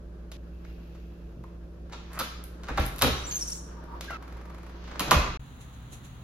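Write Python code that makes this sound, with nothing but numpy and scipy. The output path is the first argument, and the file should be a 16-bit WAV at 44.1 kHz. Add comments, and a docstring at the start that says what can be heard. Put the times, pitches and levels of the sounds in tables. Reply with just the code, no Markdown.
"""An apartment door: the deadbolt turns, the knob is worked and the door is pulled off its seal in a small hallway.
Its hinges squeak, then it swings back ticking and slams. Over it lie a low ventilation hum and, last, a carpeted corridor walk.
Knocks are short noise bursts that set metal and wood ringing; squeaks are gliding tones; air and cloth are coloured noise.
The sound jumps ahead at three cuts, each of which also cuts off the echo."""
import sys
import numpy as np
from scipy import signal
from scipy.fft import rfft, irfft, next_fast_len
from scipy.io import wavfile
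from scipy.ndimage import uniform_filter1d

SR = 44100
rng = np.random.default_rng(int(sys.argv[2]) if len(sys.argv) > 2 else 0)


def put_to_file(sound):
    """Save the sound as 16-bit audio at rate SR, in the file named by the first command-line argument."""
    columns = np.atleast_2d(sound).T  # one column per channel
    safe = np.clip(columns, -1, 1)
    whole_steps = np.round(safe * 32767)
    wavfile.write(sys.argv[1], SR, whole_steps.astype(np.int16))


N = 275000
TIME = np.arange(N) / SR

# Levels below are settings within each layer; gains in the functions may shift them.
# "Rise" and "fall" are the times for a factor of e. In colour tables only the shape counts.

# stretches between the cuts, the last one in the corridor: [start t/s, end t/s]
STRETCHES = [(0, .37), (.37, 4.172), (4.172, 5.373), (5.395, 6.3)]

# ventilation tones: [f/Hz, level/dB]
HUM_TONES = [(59.2, -43.5), (171.5, -53), (339, -59.5)]
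# colour of the ventilation rush: [f/Hz, level/dB]
AIR_COLOUR = [(15, -12), (32, -10), (42, -4.5), (59, -4), (75, -10), (95, -11), (170, -11.5), (210, -12.5),
              (350, -16), (600, -18.5), (1100, -50.5), (2000, -45), (8600, -50.5), (14000, -59),
              (16000, -76)]
HUM_WAVER_DB, AIR_DB = 0.7, -49
# colour of the corridor rumble: [f/Hz, level/dB]
CORRIDOR_COLOUR = [(15, -28), (35, -9.5), (60, 3.5), (90, -12.5), (120, 3), (160, -9.5), (250, -12.5),
                   (350, -21.5), (600, -25), (1300, -24.5), (2200, -33), (4000, -32), (8000, -85),
                   (16000, -43)]
CORRIDOR_DB = -44

# left-right likeness of diffuse sound, clipped to -1..1 when used: [f/Hz, coherence]
LIKENESS = [(60, 0.97), (130, 0.93), (290, 0.87), (640, 0.29), (1400, 0.045), (3100, 0.081), (6800, -0.074),
            (8500, -1.224), (11000, 0.38), (15000, 0.61)]
# phase between the two microphones in direct sound: [f/Hz, phase by which left leads/rad]
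LEFT_LEAD = [(50, -3), (250, -0.4), (600, 0.05), (1300, 1), (3000, -1.65), (5500, -1.56), (7000, -2),
             (8500, -2.5), (11000, -5), (15000, -5.5)]
# time the hallway echo takes to fall by 60 dB: [f/Hz, t60/s]
ECHO_T60 = [(100, .5), (400, 0.14), (1200, 0.7258), (3000, 0.63), (6000, 0.67), (11000, 0.32),
            (15000, 0.36)]
# colour of the hallway echo: [f/Hz, level/dB]
ECHO_COLOUR = [(60, 7), (200, 1.5), (500, 5.5), (1100, -4.5), (2500, 5.5), (5500, 0.5), (11000, 0),
               (14000, 0), (16000, -20)]
CROSSFADE_HZ = 5  # rate of crossfading between the noise tails of the echo

# strides in the corridor; each swishes twice, one leg after the other: [t/s, level/dB]
STRIDES = [(5.617, -53.5), (5.931, -46)]
# colour of the swishing clothes: [f/Hz, level/dB]
STRIDE_COLOUR = [(500, 1.5), (1400, -4.5), (4000, 0), (5100, -13), (6500, 3.5), (9000, -4.5), (11000, -4),
                 (15000, -23)]
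SWISH_RISE_S, SWISH_FALL_S = 0.011, 0.031
SECOND_SWISH_S, SECOND_SWISH_DB, RUSTLE_DB = 0.12, -7, -64
# heels landing on the carpet with a dull thump: [t/s, level/dB, f/Hz]
FOOTFALLS = [(5.604, -42, 70.4), (5.84, -36, 54.5), (6.099, -37, 115)]
FOOTFALL_SWELL_S, FOOTFALL_T60_S = 0.0088, 0.2

# strokes of the door sweep on the sill and of clothes: [peak t/s, level/dB, rise/s, fall/s]
BRUSH = [(.85, -70, 0.21, 0.31), (2.14, -55.5, 0.15, 0.19), (2.81, -35.5, 0.026, 0.058),
         (3.32, -41, 0.023, 0.062), (4.15, -47, 0.06, 0.014), (4.88, -51.5, 0.15, 0.16)]
# colour of the brushing: [f/Hz, level/dB]
BRUSH_COLOUR = [(300, -18), (1200, 1.5), (2800, 5), (4500, 0.5), (6500, -4.5), (8500, -41), (11500, -20),
                (15000, -24)]
# soles rubbing on the mat as the weight shifts: [peak t/s, level/dB, rise/s, fall/s]
SOLES = [(.70, -60, 0.048, 0.06), (.87, -62.5, 0.42, 0.55)]
# colour of the soles: [f/Hz, level/dB]
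SOLE_COLOUR = [(1000, -24), (2250, -11), (2550, -2.5), (2700, -2), (2950, -9), (6000, -18.5), (9000, -34),
               (12500, -18), (15000, -30)]
# metal sliding on metal in the knob, hinge and latch: [peak t/s, level/dB, rise/s, fall/s]
SCRAPE = [(2.15, -51, 0.014, 0.033), (2.84, -48, 0.045, 0.027), (3.40, -39, 0.017, 0.048),
          (3.53, -38.5, 0.23, 0.069)]
# colour of the scraping: [f/Hz, level/dB]
SCRAPE_COLOUR = [(3000, -4.5), (5500, 7), (7500, 12), (9000, 14.5), (10500, -13), (13500, -3), (16000, -32)]
# dull rush as the door opens, swings and closes: [peak t/s, level/dB, rise/s, fall/s]
DRAUGHT = [(3.17, -41.5, 0.35, 0.21), (4.05, -48, 0.64, 0.58), (5.15, -33, 0.14, 0.14)]
# colour of the rush: [f/Hz, level/dB]
DRAUGHT_COLOUR = [(100, 2), (400, 2.5), (600, -2), (780, -3), (1050, -2), (1600, -3.5), (2100, -15),
                  (2800, -17.5), (5000, -22), (9000, -41)]
STILL_DB, GUST_DB = -60.5, 1.6  # the same rush with the door at rest; its wavering

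# faint groans of the door closer on the way out and back: [peak t/s, level/dB, rise/s, fall/s]
GROAN = [(3.92, -51.5, 0.18, 0.14), (4.6, -56, 0.49, 0.23)]
# colour of the groan: [f/Hz, level/dB]
GROAN_COLOUR = [(600, -43), (860, -19.5), (945, 1.5), (1030, -18), (1160, -5), (1270, -15), (2000, -50)]

# the whole door leaf heaving in its frame: [t/s, level/dB, f/Hz, t60/s]
THUDS = [(2.702, -21.5, 54.8, 0.33), (2.792, -7.5, 64.5, 0.12), (3.026, -19, 70.6, 0.24),
         (3.1, -20.5, 69, 0.29), (5.157, -5.5, 65, 0.15), (5.287, -16, 55, 0.14)]
THUD_SWELL_S = 0.013
SWAY_RATIO, SWAY_DB, SWAY_T60_S = 0.687, -17, 0.6  # each heave also sways the frame, lower and longer
# soft pushes that boom in the door panel or floor: [t/s, level/dB]
BOOMS = [(1.353, -35.5), (2.764, -26), (2.795, -26.5), (3.028, -10), (3.066, -31), (5.079, -23),
         (5.138, -18.5)]
# low modes of the hollow panel: [f/Hz, level/dB, t60/s]
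PANEL_MODES = [(128.5, 2.5, .26), (168, -15, 0.19), (224, -2, 0.2), (272.2, -4.5, 0.29), (385, -13.5, 0.58),
               (448, -19, 0.27)]
# hollow taps of shoe, floor and door, each with one short ring: [t/s, level/dB, f/Hz, t60/s]
TAPS = [(.651, -42, 2230, 0.011), (1.441, -43, 1100, 0.039), (2.641, -47, 1400, 0.028),
        (4.098, -38, 1840, 0.027), (4.104, -36, 732, 0.031)]

# fingers scuff the lock, the deadbolt judders along its keep and the knob's spindle grates:
# [peak t/s, level/dB, rise/s, fall/s]
SLIDE = [(1.932, -47.5, 0.014, 0.017), (2.085, -56, 0.011, .015), (2.18, -42, 0.043, 0.0215),
         (2.70, -43.5, 0.024, .025)]
# colour of the sliding: [f/Hz, level/dB]
SLIDE_COLOUR = [(400, -10), (750, -6.5), (1050, 1), (1350, -1.5), (1900, -6), (2400, -12), (3000, -18),
                (9000, -44)]
SLIDE_SLIPS_PER_S = 380

# hinge squeaks and the lower creak at the end of the swing: [start t/s, length/s,
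# start f/Hz, middle f/Hz, end f/Hz, level/dB, rasp re whistle/dB, octave re its own tone/dB]
SQUEAKS = [(3.155, 0.053, 5650, 5900, 6330, -47, -16, -22), (3.234, 0.034, 5660, 5910, 6000, -44, -16, -30),
           (3.264, .045, 7090, 7130, 7170, -38, -16, -26), (3.309, 0.021, 6620, 6450, 6100, -34, -10, -21),
           (3.312, 0.036, 4590, 4460, 4300, -50, -2, -25),
           (3.324, 0.039, 6420, 6430, 6550, -34.5, -11, -18),
           (3.355, 0.03, 6240, 6320, 6370, -31.5, -7, -16),
           (3.409, 0.019, 5890, 5640, 5270, -31.5, -9.5, -23),
           (3.424, 0.019, 5500, 5700, 5860, -34.5, -11, -20),
           (3.476, 0.015, 5850, 5940, 5830, -35, -14, -19), (3.519, 0.011, 5640, 5590, 5530, -35, -16, -26),
           (3.531, .008, 6350, 6600, 6500, -40, -3, -18), (3.539, .03, 5540, 5550, 5540, -52, -8, -20),
           (4.076, .032, 1660, 1580, 1520, -43, -16, -27),
           (4.098, 0.0775, 1438, 1365, 1270, -39.5, -13, -13.5)]
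FLUTTER_DB, WHISTLE_JITTER_HZ, RASP_JITTER_HZ = 2.2, 48, 240  # typical straying of level and pitch
SQUEAK_EDGES = 0.25  # share of a squeak spent swelling and dying
# random chirps of the hinge pin: time span, pitch range before the glide
CHIRP_FROM_S, CHIRP_TO_S, CHIRP_LOW_HZ, CHIRP_HIGH_HZ = 3.385, 3.595, 5510, 9430
CHIRP_LENGTH_S, CHIRP_GLIDE, CHIRP_OCTAVE_DB = 0.012, 0.038, -21  # glide: largest share of the pitch

# light clicks of shoes, lock, knob, hinge and closer:
# [t/s, level/dB, knock re level/dB, sizzle re level/dB, decay/s]
CLICKS = [(.316, -43, -2.5, -2.5, 0.0048), (0.649, -53, 4, -18, .002), (.947, -61, 9, -9, .008),
          (1.438, -57, 12, 0, 0.0028), (1.897, -58, 10, -5, 0.0026), (1.931, -42, 2, -15, 0.0017),
          (2.118, -58, 3, 3, 0.0026), (2.131, -49.5, 4, 7.5, 0.0047), (2.439, -48.5, -14, 16, 0.0028),
          (2.634, -44, 3, -6, .003), (2.642, -46, 3, -12, 0.0023), (2.669, -48, 2, -21, .002),
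          (2.685, -40.5, 2, -18, 0.0017), (2.707, -55, 16, -4, 0.0022), (2.798, -40, 0, 8.5, .002),
          (2.85, -43, -11, 4, .001), (2.855, -46, -9, 17, 0.0014), (2.8633, -41, -14, 19, 0.0017),
          (2.943, -54, -6, 12, .001), (2.961, -44, -8, 11.5, .0012), (2.983, -39, -11, 7.5, 0.0024),
          (2.990, -38, -3, 8, 0.0036), (3.839, -59, 10, 5, 0.0027), (4.009, -32.5, -0.5, -2.5, 0.0024),
          (4.043, -47.5, -12, 3.5, 0.0045), (4.105, -45.5, 14, -1, 0.0052), (4.84, -52, 5, -25, 0.0046),
          (4.876, -51.5, 8.5, -26, 0.007), (4.913, -47, 10, -29, .005), (4.956, -46.5, 12, -25, 0.0048),
          (5.08, -37, 3, -25, .004)]
# the swinging door ticks faster, and mostly fainter, as it gathers speed: [t/s, level/dB]
TICKS = [(4.2237, -53.5), (4.277, -55.5), (4.323, -55.5), (4.369, -57.5), (4.411, -58.5), (4.454, -57.5),
         (4.497, -57), (4.544, -55), (4.581, -56.5), (4.630, -56.5), (4.664, -56.5), (4.694, -57)]
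TICK_KNOCK_DB, TICK_SIZZLE_DB, TICK_DECAY_S = 11, -1.5, 0.00586  # shared by all ticks
CLICK_RISE_SHARE = 0.25  # of a click's decay

# the deadbolt snaps back and chatters:
# [t/s, knock level/dB, body level/dB, clack level/dB, sizzle level/dB, rise/s]
BOLT_BLOWS = [(2.1895, -35, -38, -32.5, -23, 0.0017), (2.197, -30.5, -40, -31, -28, 0.001),
              (2.207, -31, -48, -36.5, -38.5, 0.0011)]
# a hand grips the lock, the knob draws the latch, the door breaks from its seal and the latch rattles:
# [t/s, knock level/dB, body level/dB, clack level/dB, sizzle level/dB, rise/s]
LATCH_BLOWS = [(1.920, -40.5, -50, -44.5, -62, 0.0092), (2.681, -32, -35, -45.5, -51.5, 0.0062),
               (2.773, -25, -29, -34, -39.5, 0.0022), (2.780, -21.5, -31.5, -38, -39, 0.00089),
               (2.802, -42.5, -38, -51, -40, 0.0011), (2.826, -44, -40, -56, -37, 0.00066),
               (3.012, -25.5, -29, -27.5, -34, 0.0035), (3.021, -24, -24.5, -17.5, -10, 0.00033),
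               (3.0262, -22, -25.5, -22, -30, 0.00058), (3.0395, -29, -34, -41, -28, 0.00034),
               (3.044, -24, -33, -40, -38, .0003), (3.061, -34, -34, -36, -44, 0.00032),
               (3.067, -34.5, -28, -36, -44, 0.00023), (3.0705, -36, -38, -31, -31, 0.00033),
               (3.081, -32, -37, -45, -43, 0.00045)]
# the latch meets the strike plate and rides over it, then the door hits its stop:
# [t/s, knock level/dB, body level/dB, clack level/dB, sizzle level/dB, rise/s]
SLAM_BLOWS = [(4.9945, -30.5, -33.5, -25, -23, 0.00074), (5.003, -27.5, -34.5, -30.5, -23, 0.00097),
              (5.1095, -19, -28, -16.5, -18, 0.00069), (5.1145, -12.5, -25, -28, -18, 0.00054),
              (5.125, -22, -34, -34, -40, .0006), (5.143, -29, -34, -31, -42, 0.00054)]
# what the bolt rings with; short modes are broad resonances: [f/Hz, gain/dB, t60/s]
BOLT_RING = [(1290, 3, 0.01), (1544, 14, 0.27), (1986, 2, 0.5), (2686, -9, .35), (3030, -3, 0.22),
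             (4440, -5, 0.0046), (4960, 13, .26), (6320, 16, 0.34)]
# what the latch rings with: [f/Hz, gain/dB, t60/s]
LATCH_RING = [(512, -7, .3), (810, 1.5, 0.028), (962, -1, 0.19), (1229, 3, 0.17), (1420, -4, .4),
              (1490, -10, 0.01), (2660, 1, .22), (3000, -10, 0.21), (3570, -10, 0.3), (3760, -3, 0.013),
              (4460, -5, .25)]
# what the slamming door rings with: [f/Hz, gain/dB, t60/s]
SLAM_RING = [(587, 5, 0.36), (728, 10, 0.72), (870, 4, .3), (1004, 7.5, 0.22), (1045, -1.5, 0.017),
             (1097, 6, 0.22), (1186, 7.5, 0.2), (1330, 1, 0.24), (1520, -8, 0.46), (625, -7, 0.041),
             (2124, 4, 0.31), (2510, 10, 0.26), (2760, 7, 0.25), (3240, -1, .45), (4030, -14, 0.025),
             (4600, -7, 0.21), (6740, 5, 0.027)]
# colour of the hard knocks: [f/Hz, level/dB]
KNOCK_COLOUR = [(130, -0.5), (190, -1), (280, -2.5), (380, -8), (500, -2), (660, -4), (1050, -1),
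                (1300, -1), (1650, -6), (2100, -2.5), (4000, 2), (5200, -2.5), (8400, -3), (12500, -8),
                (15500, -17)]
BODY_HZ, KNOCK_HZ, CLACK_HZ, SIZZLE_HZ = (130, 500), (500, 1800), (1800, 7000), (9500, 15000)
# in every blow the metal speaks first, then the wood, then the body of the door
WOOD_LAG_S, BODY_LAG_S = 0.001218, 0.00891
SIZZLE_DECAY_S, METAL_DECAY_S, WOOD_DECAY_S, BODY_DECAY_S = 0.002, 0.003, 0.0059, 0.013
SOFT_STRETCH = 1.4  # extra decay per second of rise: a soft contact also lasts longer
REPEAT_S, REPEAT_DB = 0.012, -16.5  # each blow is repeated once, fainter, to thicken it


def amp(db):
    """Decibels to gain."""
    return 10 ** (np.asarray(db) / 20)


def unit(x):
    """Scales to rms 1."""
    return x / np.sqrt(np.mean(x ** 2) + 1e-20)


def read(points, hz):
    """Reads a table between its points on a log-frequency axis."""
    f, value = np.transpose(points)
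    return np.interp(np.log(hz + 1), np.log(f + 1), value)


def level(strokes):
    """Gain over time of strokes that each swell to a peak and die away."""
    power = 0
    for s, db, rise, fall in strokes:
        distance = np.maximum((s - TIME) / max(rise, 1e-3), (TIME - s) / max(fall, 1e-3))
        power = power + amp(db) ** 2 * np.exp(-2 * distance)
    return np.sqrt(power)


def add(mix, s, sound):
    """Mixes a sound in at time s."""
    part = mix[max(round(s * SR), 0):][:len(sound)]
    part += sound[:len(part)]


def decay(t, t60):
    """Gain that falls by 60 dB in t60 seconds."""
    return np.exp(-np.log(1000) * t / t60)


def wander(size, hz):
    """Slow chance of about rms 1, its speed limited softly around the given rate."""
    span = next_fast_len(max(size, SR))
    f = np.fft.rfftfreq(span, 1 / SR)
    slow = rfft(rng.standard_normal(span)) * np.exp(-(f / hz) ** 2)
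    return unit(irfft(slow, span))[:size]


def diffuse(colour, size=N):
    """Coloured noise as two close microphones hear it."""
    a, b = rfft(rng.standard_normal((2, size)))
    hz = np.fft.rfftfreq(size, 1 / SR)
    same = np.clip(read(LIKENESS, hz), -1, 1)
    pair = np.array([a, same * a + np.sqrt(1 - same ** 2) * b])
    return unit(irfft(pair * amp(read(colour, hz)), size))


def tint(x, colour, size=2048):
    """Filter with the given colour that never sounds ahead of its input."""
    log_gain = np.log(amp(read(colour, abs(np.fft.fftfreq(size, 1 / SR)))))
    response = np.fft.ifft(np.exp(np.conj(signal.hilbert(log_gain)))).real
    return signal.oaconvolve(x, response[:size // 2])[:N]


def during(start, end):
    """One inside a stretch of time, zero outside, with soft edges."""
    return uniform_filter1d(((TIME >= start) & (TIME < end)) * 1., size=64)


def ventilation(drift_rad=0.57):
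    """Fan tones wavering in level and phase, in a low rush of air."""
    tones = 0
    for hz, db in HUM_TONES:
        gain = amp(db + HUM_WAVER_DB * wander(N, 0.66))
        tones = tones + gain * np.sin(2 * np.pi * hz * TIME + drift_rad * wander(N, 2.5))
    return np.sqrt(2) * tones + amp(AIR_DB) * diffuse(AIR_COLOUR)


def hallway(x, echo_db, build=0.00066, size=128, count=3):
    """Direct sound with left-right phase shifts, and an echo from three noise tails, crossfaded to keep it smooth."""
    lead = read(LEFT_LEAD, np.fft.rfftfreq(size, 1 / SR))
    direct = np.roll(irfft(np.exp(.5j * np.array([lead, -lead])), size), size // 8, axis=1)
    out = signal.oaconvolve(x[None], direct, axes=1)[:, size // 8:][:, :N]  # undoes the roll's delay
    for k in range(count):
        # each tail is noise that dies at its own speed in each frequency band
        hz, t, z = signal.stft(diffuse([(20, 0), (20000, 0)], size=SR), SR, nperseg=256)
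        z = z * amp(read(ECHO_COLOUR, hz))[:, None] * decay(t, read(ECHO_T60, hz)[:, None])
        tail = signal.istft(z, SR, nperseg=256)[1][:, :SR]
        tail = tail * amp(echo_db) * (1 - np.exp(-TIME[:SR] / build))
        share = np.sqrt(2 / count) * np.cos(np.pi * (CROSSFADE_HZ * TIME + k / count))  # squares sum to one
        out += signal.oaconvolve((x * share)[None], tail, axes=1)[:, :N]
    return out


def footfalls():
    """Padded thumps in the corridor floor: low tones that swell softly and die away."""
    out, t = np.zeros(N), np.arange(SR // 2) / SR
    for s, db, hz in FOOTFALLS:
        swell = 1 - np.exp(-(t / FOOTFALL_SWELL_S) ** 2)
        add(out, s, amp(db) * swell * decay(t, FOOTFALL_T60_S) * np.sin(2 * np.pi * hz * t))
    return out


def corridor(grain_db=1.0):
    """Steady rumble of the corridor, clothes swishing with each stride, and footfalls."""
    strokes = []
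    for s, db in STRIDES:
        for lag, less in [(0, 0), (SECOND_SWISH_S, SECOND_SWISH_DB)]:
            strokes.append((s + lag, db + less, SWISH_RISE_S, SWISH_FALL_S))
    gain = np.hypot(level(strokes), amp(RUSTLE_DB)) * amp(grain_db * wander(N, 94))
    return amp(CORRIDOR_DB) * diffuse(CORRIDOR_COLOUR) + gain * diffuse(STRIDE_COLOUR) + footfalls()


def movement(grain_db=1.0):
    """Grainy brushing, rubbing soles, scraping metal and the rush of air around the moving door."""
    rubbing = level(BRUSH) * diffuse(BRUSH_COLOUR) + level(SOLES) * diffuse(SOLE_COLOUR)
    rubbing = rubbing * amp(grain_db * wander(N, 110) - 3.0)
    scraping = level(SCRAPE) * amp(2.7 * wander(N, 286) - 2.5) * diffuse(SCRAPE_COLOUR)
    gust = np.hypot(level(DRAUGHT), amp(STILL_DB)) * amp(GUST_DB * wander(N, 21.7))
    return rubbing + scraping + gust * diffuse(DRAUGHT_COLOUR)


def closer(waver_db=4.5):
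    """Oil forced through the door closer: two fuzzy, wavering resonances."""
    return level(GROAN) * amp(waver_db * wander(N, 14)) * diffuse(GROAN_COLOUR)


def leaf():
    """The heavy leaf rocks against its seal and pumps the air of the hallway."""
    out, t = np.zeros(N), np.arange(SR) / SR
    swell = 1 - np.exp(-(t / THUD_SWELL_S) ** 2)
    for s, db, hz, t60 in THUDS:
        rock = decay(t, t60) * np.sin(2 * np.pi * hz * t)
        sway = amp(SWAY_DB) * decay(t, SWAY_T60_S) * np.sin(2 * np.pi * SWAY_RATIO * hz * t)
        add(out, s, -amp(db) * swell * (rock + sway))
    return out


def panel(swell=0.0021):
    """The hollow panel booms in a few low modes."""
    out, t = np.zeros(N), np.arange(SR) / SR
    boom = sum(amp(db) * decay(t, t60) * np.sin(2 * np.pi * hz * t) for hz, db, t60 in PANEL_MODES)
    for s, db in BOOMS:
        add(out, s, amp(db - 12.0) * boom * (1 - np.exp(-t / swell)))
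    return out


def taps(swell=0.0018, scatter=0.12):
    """Compact hollow taps: short tones, unsteady in pitch."""
    out, t = np.zeros(N), np.arange(SR // 8) / SR
    for s, db, hz, t60 in TAPS:
        turn = 2 * np.pi * np.cumsum(hz * (1 + scatter * wander(len(t), 370))) / SR
        add(out, s, 2 * amp(db) * (1 - np.exp(-t / swell)) * decay(t, t60) * np.sin(turn))
    return out


def sliding(grain_db=4):
    """Metal drawn along metal: runs of tiny random slips, coloured by a filter."""
    slips = (rng.random(N) < SLIDE_SLIPS_PER_S / SR) * rng.choice([-1., 1.], N)
    slips = slips * amp(grain_db * rng.uniform(-0.71, 1, N))
    return level(SLIDE) * unit(tint(slips, SLIDE_COLOUR))


def chirps(count=40):
    """The squeal breaks up into tiny gliding chirps, most of them low in its range."""
    out, u = np.zeros(N), np.linspace(-1, 1, round(CHIRP_LENGTH_S * SR))
    for k, (when, height, glide, size) in enumerate(rng.random((count, 4))):
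        middle_hz = CHIRP_LOW_HZ * (CHIRP_HIGH_HZ / CHIRP_LOW_HZ) ** (height ** 2.3)
        hz = middle_hz * (1 + CHIRP_GLIDE * (2 * glide - 1) * u)
        turn = 2 * np.pi * np.cumsum(hz) / SR
        chirp = (np.sin(turn) + amp(CHIRP_OCTAVE_DB) * np.sin(2 * turn)) * np.cos(np.pi * u / 2)
        s = CHIRP_FROM_S + (CHIRP_TO_S - CHIRP_FROM_S) * (k + when) / count
        add(out, s, amp(-44 - 2 * size) * chirp)
    return out


def hinge(squeak_db=2):
    """Dry metal sticks and slips: an unsteady whistle and a rasp of uneven slips, each with its octave."""
    out = np.zeros(N)

    def tone(bend, jitter_hz, octave_db):
        phase = 2 * np.pi * np.cumsum(bend + jitter_hz * wander(len(bend), 570)) / SR
        return np.sin(phase) + amp(octave_db) * np.sin(2 * phase)

    for s, length, first_hz, middle_hz, last_hz, db, rasp_db, octave_db in SQUEAKS:
        u = np.linspace(0, 1, round(length * SR))
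        bend = np.polyval(np.polyfit([0, .5, 1], [first_hz, middle_hz, last_hz], 2), u)
        whistle = tone(bend, WHISTLE_JITTER_HZ, octave_db)
        rasp = tone(bend, RASP_JITTER_HZ, octave_db)
        gain = amp(db + squeak_db + FLUTTER_DB * wander(len(u), 165))
        add(out, s, gain * signal.windows.tukey(len(u), SQUEAK_EDGES) * (whistle + amp(rasp_db) * rasp))
    return out


def contact(bands, rise, fall, crack, size=6000):
    """A sharp crack and a rattle that swells and quickly dies, without ring, with a level for each band."""
    t = np.arange(size) / SR
    fade = (1 - np.exp(-t / max(rise, 1e-5))) * np.exp(-t / max(fall, 5e-4))
    fade /= np.sqrt(fade.max())
    burst = rng.standard_normal(size) * fade
    burst[fade.argmax() // 2] += crack * np.exp(-rise / 0.0079)  # a soft contact hardly cracks
    # make all frequencies equally strong, keeping the timing
    burst = irfft(np.exp(1j * np.angle(rfft(burst))), size) * fade ** .15
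    out = np.zeros(size)
    for edges, db in bands:
        part = signal.sosfilt(signal.butter(3, edges, "bandpass", fs=SR, output="sos"), burst)
        out += amp(db) * unit(part) * np.sqrt(np.mean(fade ** 2))
    return out


def clicks(click_db=2):
    """Light dry contacts: single clicks and the ticking of the swinging door."""
    out = np.zeros(N)
    ticks = [(s, db, TICK_KNOCK_DB, TICK_SIZZLE_DB, TICK_DECAY_S) for s, db in TICKS]
    for s, db, knock, sizzle, fall in CLICKS + ticks:
        bands = [(KNOCK_HZ, knock), (CLACK_HZ, 0), (SIZZLE_HZ, sizzle)]
        add(out, s, amp(db + click_db) * contact(bands, CLICK_RISE_SHARE * fall, fall, crack=3.7))
    return out


def blows(rows, blow_db=1.5):
    """Hard contacts of metal and wood, each with one faint repeat."""
    out = np.zeros(N)
    for s, knock, body, clack, sizzle, rise in rows:
        edge, metal, wood = [(SIZZLE_HZ, sizzle)], [(CLACK_HZ, clack)], [(KNOCK_HZ, knock)]
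        parts = [(0, 0, edge, SIZZLE_DECAY_S),
                 (0, 0, metal, METAL_DECAY_S),
                 (WOOD_LAG_S, 0, wood, WOOD_DECAY_S),
                 (BODY_LAG_S, 0, [(BODY_HZ, body)], BODY_DECAY_S),
                 (REPEAT_S, REPEAT_DB, edge + metal + wood, WOOD_DECAY_S)]
        for lag, db, bands, fall in parts:
            hit = contact(bands, rise, fall + SOFT_STRETCH * rise, crack=5.5)
            add(out, s + lag, amp(db + blow_db) * hit)
    return out


def ringing(x, modes):
    """Adds the resonances of a struck part to the blows."""
    t = np.arange(SR) / SR
    ring = np.zeros(SR)
    for hz, db, t60 in modes:
        peak = 2 * np.log(1000) / (t60 * SR)  # makes the gain hold at the resonance
        ring += peak * amp(db - 60 * t / t60) * np.cos(2 * np.pi * hz * t)
    return x + signal.oaconvolve(x, ring)[:N]


def hardware():
    """Bolt, latch and slamming door each ring in their own modes; light clicks are dry."""
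    bolt = ringing(blows(BOLT_BLOWS), BOLT_RING)
    latch = ringing(blows(LATCH_BLOWS), LATCH_RING)
    slam = ringing(blows(SLAM_BLOWS), SLAM_RING)
    return tint(bolt + latch + slam + clicks(), KNOCK_COLOUR)


def scene():
    """Each hallway stretch holds the background and only its own echoes; the corridor comes last."""
    low = (ventilation() + leaf()) * amp([[-.4], [.4]])  # slightly stronger on the right
    indoors = low + movement() + closer()
    squeaks = hinge() + chirps()
    knocks = hardware() + panel() + taps() + sliding()
    out = np.zeros((2, N))
    for stretch in STRETCHES[:-1]:
        inside = during(*stretch)
        door = hallway(knocks * inside, echo_db=-33.5) + hallway(squeaks * inside, echo_db=-42.5)
        out += inside * (indoors + door)  # a cut takes the tail with it
    return out + during(*STRETCHES[-1]) * corridor()


def record(dry):
    """A low-pass filter takes away the treble above about 16 kHz."""
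    lowpass = signal.firwin(511, 16100, window=("kaiser", 9), fs=SR)
    return signal.oaconvolve(dry, lowpass[None], "same", axes=1)


dry = scene()
out = record(dry)
put_to_file(out)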